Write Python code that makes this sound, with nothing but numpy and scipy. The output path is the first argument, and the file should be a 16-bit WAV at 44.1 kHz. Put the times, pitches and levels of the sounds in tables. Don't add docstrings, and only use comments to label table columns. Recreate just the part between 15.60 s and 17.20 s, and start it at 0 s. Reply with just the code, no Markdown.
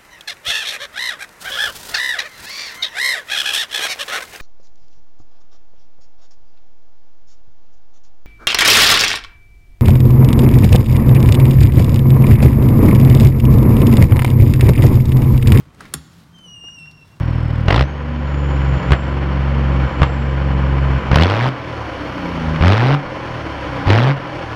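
import sys
import numpy as np
from scipy import signal
from scipy.fft import rfft, irfft
from scipy.io import wavfile

SR = 44100
rng = np.random.default_rng(int(sys.argv[2]) if len(sys.argv) > 2 else 0)


def unload_wav(signal):
    wavfile.write(
        sys.argv[1],
        SR,
        np.round(np.clip(np.atleast_2d(signal).T, -1, 1) * 32767).astype(np.int16),
    )


N = 70560
TIME = np.arange(N) / SR


# start in seconds, relative level in dB.
BOLT_HITS = [(.338, -2), (0.3394, 0.5), (0.341, -13.5)]
# frequency in Hz, relative level in dB.
CRACK_SPECTRUM = [(300, -27), (750, -18), (1500, -3), (2500, -4), (3400, -7.5), (6000, -12.5), (7350, -3.5),
                  (8000, -18), (9000, 7), (11000, -6), (12500, -6), (16000, -20)]

def bolt_snap():
    cracks = sum(amp(db) * decay(start, t60=0.011) * noise(CRACK_SPECTRUM) for start, db in BOLT_HITS)
    loudest_s = BOLT_HITS[1][0]
    rattle = amp(-12) * decay(loudest_s, t60=0.049) * noise(CRACK_SPECTRUM)
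    return amp(-12.5) * (cracks + rattle) + amp(-25.5) * steel_ring(loudest_s, modes=len(STEEL_MODES))


# frequency in Hz, relative level in dB, t60 in seconds.
STEEL_MODES = [(1120, -9, .07), (1410, -9, .11), (1950, -10, .05), (3460, 3, .026), (4510, -7, .022),
               (5385, -4, .027), (6690, -16, .04), (7340, -2, .033), (8950, 1, .016), (9800, -5, .022),
               (10750, -7, .04), (11360, -8, .04)]

def steel_ring(start, modes):
    return sum(amp(db) * ring(start, hz, t60, blur=0.97 * wander(hz=156))
               for hz, db, t60 in STEEL_MODES[:modes])


def leaf_thump():
    start, first_hz, last_hz, fall_s = 0.3435, 466, 125, 0.0039
    age = np.maximum(TIME - start, 0)
    cycles = last_hz * age + (first_hz - last_hz) * fall_s * (1 - np.exp(-age / fall_s))
    return -amp(-24) * decay(start, t60=0.053, rise=0.00099) * np.sin(2 * np.pi * cycles)


# frequency in Hz, relative level in dB, t60 and attack in seconds.
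LEAF_MODES = [(72, -7.5, 0.14, 0.045), (155.2, -0.5, 0.22, 0.014), (265.2, -8.5, 0.21, 0.012),
              (403, -17.5, 0.14, 0.0072), (819, -13.5, 0.11, 0.0026)]
# time in seconds, level in dB.
LEAN_ENVELOPE = [(0, -42), (.1, -54), (.19, -53.5), (.33, -53.5), (.45, -75)]
# frequency in Hz, relative level in dB.
LEAN_TONE = [(25, -16), (70, 2.5), (200, -6), (500, -25), (2000, -58)]

def leaf_boom():
    start = 0.3425
    boom = sum(amp(db) * ring(start, hz, t60, rise) for hz, db, t60, rise in LEAF_MODES)
    return amp(-28.5) * boom + amp(curve(LEAN_ENVELOPE)) * noise(LEAN_TONE)


# time in seconds, frequency in Hz.
SQUEAK_PITCH = [(.73, 3145), (.765, 3147), (.785, 3062), (.835, 3070), (.885, 2877), (.93, 2890),
                (.965, 2826), (1.0, 2808), (1.08, 2840), (1.15, 2853), (1.18, 2747), (1.23, 2718),
                (1.29, 2773), (1.43, 2708), (1.6, 2774)]
# time in seconds, then levels of fundamental, octave and twelfth in dB.
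SQUEAK_LEVELS = [(.72, -75.5, -95.5, -98), (.748, -49.5, -65.5, -85), (.81, -53, -70, -75),
                 (.86, -44, -57.5, -63), (.89, -45.5, -50.5, -71), (.94, -42, -49.5, -66.5),
                 (.965, -40.5, -64, -61), (1.03, -42, -52, -68), (1.085, -38.5, -48, -66),
                 (1.15, -46, -50.5, -70), (1.195, -40, -55, -58.5), (1.255, -41, -52.5, -71),
                 (1.3, -47.5, -62, -79.5), (1.33, -62, -65.5, -89.5), (1.385, -50, -64, -85),
                 (1.43, -52, -68, -82.5), (1.485, -76.5, -70, -83.5), (1.53, -59.5, -77.5, -90),
                 (1.6, -83, -86, -100)]
JITTER_SHARE, JITTER_HZ = 0.0022, 99

def hinge_squeak():
    pitch = curve(SQUEAK_PITCH) * (1 + JITTER_SHARE * wander(JITTER_HZ))
    phase = 2 * np.pi * np.cumsum(pitch) / SR
    levels = [curve(SQUEAK_LEVELS, column) for column in (1, 2, 3)]
    levels += [levels[-1] - 20.5] * 2
    flicker_db, flicker_hz = 2, 60.06
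    return np.sqrt(2) * sum(amp(db + flicker_db * wander(flicker_hz)) * np.sin(harmonic * phase)
                            for harmonic, db in enumerate(levels, 1))


# start and length in seconds, opening pitch in Hz, peak level in dB.
SIDE_SQUEALS = [(1.075, .06, 7610, -66), (1.176, .13, 3570, -66.5), (1.182, .085, 3990, -68),
                (1.391, .12, 3980, -68), (1.39, .17, 3530, -68)]

def hinge_squeals():
    sag_per_s = 0.2
    out = np.zeros(N)
    for start, length, hz, db in SIDE_SQUEALS:
        age = np.clip(TIME - start, 0, length)
        pitch = hz * (1 - sag_per_s * age + JITTER_SHARE * wander(JITTER_HZ))
        swell = np.sqrt(abs(np.sin(np.pi * age / length)))
        out += amp(db) * swell * np.sin(2 * np.pi * np.cumsum(pitch) / SR)
    return out


# start in seconds, relative level in dB.
HANDLE_BUMPS = [(0.2071, -31), (.247, -38)]

def handle_clunks():
    return sum(amp(db) * steel_ring(start, modes=3) for start, db in HANDLE_BUMPS)


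# start in seconds, level in dB.
HARDWARE_TICKS = [(0.1466, -51), (0.2065, -38.5), (0.786, -52.5), (1.188, -51.5), (1.311, -50.5)]
# frequency in Hz, relative level in dB.
TICK_SPECTRUM = [(500, -6.5), (1500, 6), (4500, 9), (7000, 4.5), (10000, 5), (16000, -21.5)]
# start in seconds, level in dB, centre frequency in Hz.
HARDWARE_KNOCKS = [(.003, -51, 990), (0.205, -34.5, 1300), (0.214, -42, 191), (0.2525, -37, 1910),
                   (0.263, -44, 230), (.787, -50, 1550), (.862, -46.5, 460), (1.038, -44, 320),
                   (1.039, -46, 1103), (1.084, -46, 1530), (1.256, -47.5, 1500), (1.311, -51, 4300)]

def hardware_clatter():
    out = sum(amp(db) * decay(start, t60=0.026) * noise(TICK_SPECTRUM) for start, db in HARDWARE_TICKS)
    spread = 2 ** 0.46
    for start, db, hz in HARDWARE_KNOCKS:
        hump = [(hz / 8, -22), (hz / spread, -8), (hz, 0), (hz * spread, -9), (hz * 10, -42)]
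        out += amp(db) * decay(start, t60=0.052, rise=0.0013) * noise(hump)
    return out


# time in seconds, level in dB.
SCRAPE_ENVELOPE = [(.17, -54), (.2, -45.5), (.22, -42), (.256, -42), (.285, -47.5), (.31, -49), (.335, -43),
                   (.35, -58.5)]
# frequency in Hz, relative level in dB.
SCRAPE_SPECTRUM = [(100, -2), (190, 6), (700, -9), (960, -9), (2000, -11), (3200, -16.5), (16000, -43.5)]

def bolt_scrape():
    slips_per_s, spread_db = 3000, 3
    slips = (rng.random(N) < slips_per_s / SR) * rng.choice([-1, 1], N)
    strength = amp(spread_db * np.minimum(rng.exponential(1, N), 4))
    return amp(curve(SCRAPE_ENVELOPE)) * colour(slips * strength, SCRAPE_SPECTRUM)


# time in seconds, level in dB.
SEAL_ENVELOPE = [(0, -54), (.1, -78), (.2, -57), (.3, -57.5), (.45, -62), (.6, -55.5), (.66, -63),
                 (.82, -66.5), (.89, -66), (.96, -79), (1.15, -74), (1.21, -68.5), (1.36, -72),
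                 (1.51, -60.5), (1.6, -65.5)]
# frequency in Hz, relative level in dB.
SEAL_SPECTRUM = [(800, 1.5), (2000, 4), (4000, 4.5), (7000, -3), (11000, -6), (16000, -10)]

def seal_brush():
    flutter_db = 1.4 * wander(hz=60)
    return amp(curve(SEAL_ENVELOPE) + flutter_db) * noise(SEAL_SPECTRUM)


def doorway_echoes(x):
    echoes_per_s = 1500
    taps = (rng.random(N) < echoes_per_s / SR) * rng.standard_normal(N) * decay(0.007, t60=0.14)
    return signal.fftconvolve(x, taps / np.linalg.norm(taps))[:N]


# frequency in Hz, t60 in seconds.
ROOM_T60 = [(100, .35), (400, 0.46), (1500, 1), (3000, 0.77), (6000, .85), (15000, 0.43)]

def room_reverb(x):
    hz, seconds, bands = signal.stft(rng.standard_normal(N), SR, nperseg=256)
    fade = np.exp(-np.log(1000) * seconds / at_frequency(ROOM_T60, hz)[:, None])
    tail = signal.istft(bands * fade, SR, nperseg=256)[1][:N]
    tail *= np.minimum(TIME / 0.017, 1)
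    return signal.fftconvolve(x, tail / np.linalg.norm(tail))[:N]


# frequency in Hz, relative level in dB.
AIR_SPECTRUM = [(20, -39), (38, -15.5), (72, -2.5), (140, -2.5), (235, -12), (290, -14), (420, -25.5),
                (650, -23.5), (1150, -19.5), (1900, -29.5), (2800, -43), (5500, -37), (16000, -49)]
# time in seconds, pitch in Hz, level in dB.
FAR_DRONE = [(0, 134.9, -45.5), (.3, 149.9, -64), (.55, 166, -49), (.85, 173, -50.5), (1.1, 166.8, -55),
             (1.3, 147, -48.5), (1.6, 153.8, -57)]

def outdoors():
    pitch = curve(FAR_DRONE) + 4.66 * wander(hz=21.1)
    air = amp(-50.5) * noise(AIR_SPECTRUM)
    drone_db = curve(FAR_DRONE, column=2) + 4 * wander(hz=19)
    return air + amp(drone_db) * np.sin(2 * np.pi * np.cumsum(pitch) / SR)


def amp(db):
    return 10 ** (np.asarray(db) / 20)


def unit(x):
    return x / np.sqrt(np.mean(x ** 2) + 1e-20)


def curve(rows, column=1):
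    rows = np.array(rows)
    return np.interp(TIME, rows[:, 0], rows[:, column])


def at_frequency(rows, hz):
    row_hz, values = np.transpose(rows)
    return np.interp(np.log(hz + 1), np.log(row_hz + 1), values)


def colour(x, spectrum):
    gain = amp(at_frequency(spectrum, np.fft.rfftfreq(N, 1 / SR)))
    return unit(irfft(rfft(x) * gain, N))


def noise(spectrum):
    return colour(rng.standard_normal(N), spectrum)


def wander(hz):
    lowpass = np.exp(-(np.fft.rfftfreq(N, 1 / SR) / hz) ** 2)
    return unit(irfft(rfft(rng.standard_normal(N)) * lowpass, N))


def decay(start, t60, rise=0.00036):
    age = np.maximum(TIME - start, 0)
    return np.minimum(age / rise, 1) * np.exp(-np.log(1000) * np.maximum(age - rise, 0) / t60)


def ring(start, hz, t60, rise=0.00059, blur=0):
    return decay(start, t60, rise) * np.sin(2 * np.pi * hz * (TIME - start) + blur)


def shelf(x, hz, db):
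    gain_db = at_frequency([(hz * 0.83, 0), (hz, db)], np.fft.rfftfreq(2 * N, 1 / SR))
    return irfft(rfft(x, 2 * N) * amp(gain_db))[:N]


def scene():
    latch = handle_clunks() + bolt_snap() + hardware_clatter()
    leaf = leaf_thump() + leaf_boom()
    hinge = hinge_squeak() + hinge_squeals()
    direct = latch + leaf + hinge + bolt_scrape() + seal_brush() + outdoors()
    bright_hinge = shelf(hinge, hz=4500, db=3.5)
    room_send = amp(-18) * latch + amp(-10) * leaf + amp(-12.5) * bright_hinge
    echoes = amp(-13) * doorway_echoes(latch) + room_reverb(room_send)
    return (direct + shelf(echoes, hz=8500, db=-11))[None]


def record(dry):
    cutoff_hz = 16200
    lowpass = signal.firwin(255, cutoff_hz, window=("kaiser", 9), fs=SR)
    return signal.oaconvolve(dry, lowpass[None], "same")


dry = scene()
out = record(dry)
unload_wav(out)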